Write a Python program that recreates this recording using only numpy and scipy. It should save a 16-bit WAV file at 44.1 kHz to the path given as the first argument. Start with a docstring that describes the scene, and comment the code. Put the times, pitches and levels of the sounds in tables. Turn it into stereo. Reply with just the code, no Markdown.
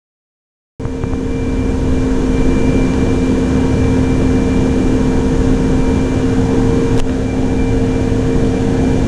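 """An outdoor air-conditioning unit hums beside a house wall: damped motor tones, a thin whine and fan noise.
The sound starts abruptly with three finger bumps on the microphone's case; its level starts low and recovers.
Gusts swell, and a finger catches the case once. The hand-held microphone then nears the wall, whose delayed
echo combs the fan noise; fingers scrape the case as friction bursts, it rings once as they let go, and the
level dips again. To the end the wall distance varies, and gusts press on the microphone as low-pitched noise."""
import sys
import numpy as np
from scipy import signal
from scipy.fft import rfft, irfft, next_fast_len
from scipy.io import wavfile

SR = 44100
rng = np.random.default_rng(int(sys.argv[2]) if len(sys.argv) > 2 else 0)


def int16_out(signal):
    """Quantize to a 16-bit WAV file."""
    q = np.round(np.clip(np.atleast_2d(signal).T, -1, 1) * 32767)
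    wavfile.write(sys.argv[1], SR, q.astype(np.int16))


N = 399987
TIME = np.arange(N) / SR   # s
# path of the microphone beside the wall: t/s, distance/m
WALL_DISTANCE = [(.8, 0.3), (2.2, 0.34), (5.9, 0.38), (6.25, 0.283), (6.5, 0.2), (6.9, 0.13), (7.1, 0.277),
                 (7.6, 0.22), (7.92, 0.25), (8.1, 0.29), (8.48, 0.28), (8.7, 0.22), (9.07, 0.24)]
ECHO_NEAR_M = .28   # the echo is full within this distance


def from_db(db):
    """Level to amplitude: 20 dB is a factor of ten."""
    return 10 ** (np.asarray(db) / 20)


def rms_one(x):
    """Normalise to unit mean-square power."""
    return x / np.sqrt(np.mean(x ** 2) + 1e-20)


def in_time(rows):
    """Linear interpolation of each column of a time table at every sample."""
    s, *columns = np.transpose(rows)
    return [np.interp(TIME, s, column) for column in columns]


def at_hz(points, hz):
    """Interpolate a spectrum on a logarithmic frequency axis."""
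    f, value = np.transpose(points)
    return np.interp(np.log(hz + 1e-9), np.log(f), value)


def drift(rate):
    """Low-passed randomness of unit rms: a critically damped response, changing about rate times a second."""
    step = 40   # samples between computed values
    r = np.exp(-2 * np.pi * rate * step / SR)
    steps = rng.standard_normal(N // step + 2002)
    slow = signal.lfilter([1], [1, -2 * r, r * r], steps)[2000:]   # settled part
    return np.interp(np.arange(N) / step, np.arange(len(slow)), rms_one(slow))


def colour(x, spectrum):
    """Linear filtering: multiply the Fourier spectrum by a smooth gain in dB."""
    size = next_fast_len(N + SR // 10)
    hz = np.arange(size // 2 + 1) * SR / size
    return irfft(rfft(x, size) * from_db(at_hz(spectrum, hz)), size)[..., :N]


def noise(spectrum):
    """Random turbulence is white noise filtered to a spectrum, here cut below 12 Hz; rms 1."""
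    shaped = colour(rng.standard_normal(N), spectrum)
    rumble_cut = signal.butter(2, 12, "high", fs=SR, output="sos")
    return rms_one(signal.sosfilt(rumble_cut, shaped))


def tone(hz, wander_hz, flutter_db, rate=4, offset=0):
    """A rotating part is a sine whose frequency wanders and whose level flutters; rms 1."""
    speed = hz + wander_hz * drift(rate)
    phase = 2 * np.pi * (np.cumsum(speed) / SR + rng.random())
    return rms_one(np.sin(phase + offset) * from_db(flutter_db * drift(6.7)))


def delayed(x, seconds):
    """Propagation delay, fixed or moving: read the sound late."""
    return np.interp((TIME - seconds) * SR, np.arange(N), x)


def at_ports(x):
    """Phase difference between two ports: sound from the left goes round the case to the right one."""
    # lag of the right port behind the left: f/Hz, phase/rad
    port_phase = [(0, 0), (260, 0.21), (500, .27), (780, 0.52), (1030, 1.5), (1800, 2.5), (2350, 5),
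                  (3000, 6.5), (4200, 6), (5500, 11)]
    size = next_fast_len(N + SR // 10)
    hz = np.arange(size // 2 + 1) * SR / size
    lag = np.interp(hz, *np.transpose(port_phase))
    right = irfft(rfft(x, size) * np.exp(-1j * lag), size)[:N]
    return np.array([x, right])


def nearness():
    """Decay with distance: 1 close to the wall, fading exponentially to 0 farther out."""
    fade_db_per_m = 172
    wall_m, = in_time(WALL_DISTANCE)
    return from_db(-fade_db_per_m * np.maximum(wall_m - ECHO_NEAR_M, 0))


def wall_echo(x):
    """Reflection: the wall returns the sound after twice its distance, sooner and stronger when near."""
    echo_db, sound_speed = -5.5, 343   # speed in m/s
    wall_m, = in_time(WALL_DISTANCE)
    echo = np.array([delayed(port, 2 * wall_m / sound_speed) for port in x])
    return from_db(echo_db) * nearness() * echo


def wind(eddy_db=-24.0):
    """Pressure fluctuation: large gusts press on both ports alike, while small eddies reach only one."""
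    # gusts: peak t/s, half length to 1/e of the dB rise/s, rise above the lull/dB
    gusts = [(1.8, 0.99, 11.5), (2.55, .2, 1.5), (5.0, 0.49, 5.5), (5.75, 0.37, 8.5), (6.85, 0.38, 6),
             (7.9, 0.29, 9), (8.45, 0.14, 10), (8.9, 0.18, 3.5)]
    # relative spectrum of the buffeting: f/Hz, level per Hz/dB
    buffet = [(12, 16.5), (20, 5), (32, 15), (50, 7), (90, 2), (200, -48), (1500, -110)]
    lull_db, gustiness_db = -26, 0.5
    gust_db = sum(db * np.exp(-((TIME - s) / half) ** 2) for s, half, db in gusts)
    eddies = np.array([noise(buffet) for port in range(2)])
    strength = from_db(lull_db + gust_db + gustiness_db * drift(3.9))
    return strength * (noise(buffet) + from_db(eddy_db) * eddies)


def bumps(thud_hz=110, thud_s=0.0046, tick_hz=1050, tick_s=0.00042, tick_db=-3.5, top_hz=2600):
    """Impact on a damped body: a short tick and a thud of the case, both softened by the skin."""
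    # soft finger bumps: t/s, level/dB
    touches = [(0.8533, -4), (1.0371, -1.5), (1.1348, -3.5)]
    out = np.zeros(N)
    for s, db in touches:
        age = np.clip(TIME - s, 0, .1)
        thud = np.sin(2 * np.pi * thud_hz * age) * np.exp(-age / thud_s)
        tick = np.sin(2 * np.pi * tick_hz * age) * np.exp(-age / tick_s)
        out += from_db(db) * (from_db(tick_db) * tick - thud)
    return signal.sosfilt(signal.butter(4, top_hz, fs=SR, output="sos"), out)


def scrape(flex_hz=19, flex_s=0.056, flex_db=-3.5, press_s=6.986):
    """Stick-slip friction: each slip is a decaying noise burst; a pressing finger makes the case flex slowly."""
    # fingers catching and slipping: t/s, level before the port balance/dB, decay/s, top f/Hz
    catches = [(2.9364, -11, .0016, 2800), (6.9783, -13.5, .0009, 9500), (6.986, -16.5, 0.0015, 10000),
               (6.993, -17.5, .006, 10500), (7.0, -9.5, .0009, 11500), (7.095, -15, .0016, 3500)]
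    # relative spectrum of the friction: f/Hz, level per Hz/dB
    friction_colour = [(500, 11), (1500, 5), (2800, 7), (4500, -2.5), (7500, -1.5), (10500, -12),
                       (15000, -22)]
    friction = np.array([noise(friction_colour) for port in range(2)])
    slips = 0
    for s, db, decay, top_hz in catches:
        age = np.clip(TIME - s, 0, .1)
        force = from_db(db) * (TIME >= s) * np.exp(-age / decay)
        softening = signal.butter(2, top_hz, fs=SR, output="sos")
        slips = slips + signal.sosfilt(softening, force * friction + 1e-18)
    age = np.maximum(TIME - press_s, 0)
    flex = -from_db(flex_db) * np.sin(2 * np.pi * flex_hz * age) * np.exp(-age / flex_s)
    return slips * from_db([[-3.0], [3.0]]) + flex   # slips are stronger at the right port


def snap(start_s=7.0005, level_db=-11.5, ring_hz=2650, decay_s=.0008):
    """Free vibration: the case rings once, briefly, as the last slip lets it snap back."""
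    age = np.clip(TIME - start_s, 0, .1)
    return from_db(level_db) * np.sin(2 * np.pi * ring_hz * age) * np.exp(-age / decay_s)


def whine(scatter_db=-15, scatter_width_hz=45, trim_db=-1.5):
    """Bearing tones in standing waves: an unsteady sine with a narrow noise halo, and faint whistles."""
    # swell along the microphone's path: t/s, level before trim/dB, left-right difference/dB
    swell = [(0.85, -39, -10.0), (1.08, -29, 2.5), (1.2, -40, -1), (1.33, -29.5, 11), (1.8, -34, -10),
             (2.22, -40, 0), (2.38, -29, -1.5), (2.95, -29.5, 0.0), (3.68, -34.5, -2), (3.85, -32, -2),
             (4.55, -32, -4), (5.4, -41, -14), (6.0, -31, 3), (6.65, -39.5, 3), (7.25, -40.5, 2),
             (7.73, -33, 6.0), (7.9, -37, 6.0), (8.03, -35, 11.0), (8.2, -40.5, 2.5), (8.4, -33, 4),
             (8.6, -39.5, 9), (9.05, -37, 5)]
    # thin partials, before they follow the swell: f/Hz, level/dB
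    whistles = [(2066, -52), (2296, -60), (2407, -51.5), (2832, -50), (2983, -53.5)]
    whine_hz, whine_phase_rad, whistle_phase_rad = 2360, 2.08, 1.2   # phases between the ports
    beat_db, beats_per_s = 3.5, 11   # wavering close to the wall
    follow, mean_db = 0.4, -35   # share of the swell about this level that the whistles take on
    whine_db, pan_db = in_time(swell)

    port_offset = whine_phase_rad * np.array([[-.5], [.5]])
    direct = tone(whine_hz, wander_hz=3.75, flutter_db=1.0, rate=14.2, offset=port_offset)
    direct = direct * from_db(beat_db * nearness() * (drift(beats_per_s) + 0.5))

    edges = [whine_hz - scatter_width_hz / 2, whine_hz + scatter_width_hz / 2]
    band = signal.butter(2, edges, "band", fs=SR, output="sos")
    halo = rms_one(signal.sosfilt(band, rng.standard_normal((2, N))))   # independent at each port

    pan = from_db(np.array([pan_db, -pan_db]) / 2)
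    pan = pan / np.sqrt(np.mean(pan ** 2, axis=0))   # keeps the power of the two ports together
    port_offset = whistle_phase_rad * np.array([[.5], [-.5]])
    faint = sum(from_db(db) * tone(hz, wander_hz=3.57, flutter_db=2.0, rate=12.3, offset=port_offset)
                for hz, db in whistles)
    main = (direct + from_db(scatter_db) * halo) * pan * from_db(whine_db + trim_db)
    return main + faint * from_db(follow * (whine_db - mean_db))


def fan(rush_db=-16.5, hiss_db=-28.0, churn_db=0.49):
    """Comb filtering: direct rush and diffuse hiss meet their wall echo, the comb rising as the wall nears."""
    # relative spectrum of the rush straight from the fan: f/Hz, level per Hz/dB
    rush_colour = [(20, 0), (45, -12.5), (70, -7), (120, -5.5), (200, -4), (320, -7.5), (480, -12),
                   (650, -20.5), (900, -25), (1250, -27.5), (1650, -26), (2250, -38.5), (3400, -37),
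                   (5500, -48.5)]
    # relative spectrum of the hiss from all around: f/Hz, level per Hz/dB
    hiss_colour = [(30, 7), (150, -1), (450, -6), (800, -5.5), (1050, -1.5), (1250, -11.5), (1620, -3.5),
                   (2200, -14.5), (3400, -19), (4800, -18), (6500, -13.5), (8300, -21.5), (10200, -26.5),
                   (11500, -46), (14500, -48.5)]
    # balance of the hiss: f/Hz, left-right difference/dB
    hiss_balance = [(60, 3.5), (110, -7), (190, 10), (340, -4.5), (600, 3), (1070, 4.5), (1900, 8),
                    (3370, 3.5), (5990, 1.5), (10600, -4.5)]
    # late change of tint: f/Hz, gain/dB
    late_tint = [(400, 0.5), (640, 1.5), (1000, -1), (1300, -1), (1600, 0.5), (3000, 0.5), (6000, 0)]
    # reflection by the wall, ahead of the echo's own level: f/Hz, gain/dB
    echo_colour = [(250, -10.5), (550, -12.5), (800, 0.5), (1700, -19.5), (4000, -22)]
    tint_from_s, tint_over_s = 6.7, 0.61

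    rush = noise(rush_colour) * from_db(churn_db * drift(10.6))
    rush = signal.sosfilt(signal.butter(2, 6500, fs=SR, output="sos"), rush)
    hiss = []
    for side in (1, -1):   # left, right
        balance = [(hz, side * db / 2) for hz, db in hiss_balance]
        hiss.append(colour(noise(hiss_colour), balance))
    air = from_db(rush_db) * at_ports(rush) + from_db(hiss_db) * np.array(hiss)

    tinted = np.clip((TIME - tint_from_s) / tint_over_s, 0, 1)
    air = (1 - tinted) * air + tinted * colour(air, late_tint)
    return air + wall_echo(colour(air, echo_colour))


def hum(high_db=0.5, throb_db=-4.0):
    """Periodic rotation makes line spectra: two strong compressor tones over weaker orders of the motor."""
    # upper tone, which swells near the wall: t/s, level before high_db/dB
    high_swell = [(0.85, -22.5), (0.95, -20.5), (2.35, -26), (5.35, -24), (6.1, -25.5), (6.75, -19),
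                  (7.3, -28), (7.75, -21), (8.8, -22.5), (9.05, -29)]
    # motor orders swelling from place to place, before throb_db: t/s, second level/dB, third level/dB
    throb = [(0.85, -18.5, -23.5), (1.2, -22, -21.5), (1.65, -14.5, -19), (2.0, -21, -26),
             (3.3, -21.0, -33), (3.7, -17.5, -19), (5.75, -21, -24.5), (6.25, -19.5, -17.5),
             (7.1, -21, -19.5), (7.9, -18.5, -17), (9.05, -21.5, -22)]
    # weaker motor tones, away from the wall: f/Hz, level/dB
    motor_tones = [(36.3, -28.5), (145.7, -30), (194.5, -31.5), (206.5, -31.5), (519.8, -38.5),
                   (780, -41.5), (944, -37), (1022, -49.5), (1148, -65), (1300, -48), (1561, -59),
                   (1607, -54.5)]
    motor_hz, low_hz, high_hz = 36.35, 259.9, 458.9
    low_db, low_db_per_m = -17.5, 6   # at ECHO_NEAR_M from the wall; weaker closer in
    near_wall_db = -2.5   # the weaker tones sink into the rush close to the wall

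    wall_m, = in_time(WALL_DISTANCE)
    low_level = from_db(low_db + low_db_per_m * (wall_m - ECHO_NEAR_M))
    low = low_level * tone(low_hz, wander_hz=0.31, flutter_db=0.7)
    high_level = from_db(in_time(high_swell)[0] + high_db)
    high = high_level * tone(high_hz, wander_hz=0.53, flutter_db=0.15)
    orders = sum(from_db(db + throb_db) * tone(k * motor_hz, wander_hz=0.89, flutter_db=1.2)
                 for k, db in enumerate(in_time(throb), 2))
    # the higher a weak tone, the more it wanders
    rest = sum(from_db(db) * tone(hz, wander_hz=0.52 + hz / 600, flutter_db=2.5)
               for hz, db in motor_tones)
    tones = low + high + orders + rest * from_db(near_wall_db * nearness())
    return at_ports(tones) * from_db([[.25], [-.25]])   # slightly louder at the left


def recovery():
    """Time-varying gain on the steady sounds: each dip holds, then climbs back, quickly at first."""
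    # dips of the level: t/s, depth/dB, hold/s, recovery/s
    dips = [(0.797, 8.5, 0.077, 1.8), (7, 2.5, 0.41, 1.9), (6.994, 5.5, 0.042, 0.054)]
    power = 1.47   # above 1, the climb is steepest at its start
    loss_db = 0
    for s, db, hold, back in dips:
        remaining = np.clip(1 - (TIME - s - hold) / back, 0, 1) ** power
        loss_db = loss_db + db * (TIME >= s) * remaining
    return from_db(-loss_db)


def scene():
    """Superposition of the machine, the breeze and the hand on the microphone."""
    steady = hum() + whine() + fan() + wind()
    return recovery() * steady + bumps() + scrape() + snap()


def record(dry):
    """Gating, clipping and band limiting: silence until the start, peaks clipped, the top cut."""
    start_s, cutoff_hz = .797, 15000
    held = np.clip(dry * (TIME >= start_s), -.95, .95)
    return signal.sosfilt(signal.ellip(10, .1, 90, cutoff_hz, fs=SR, output="sos"), held)


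dry = scene()
out = record(dry)
int16_out(out)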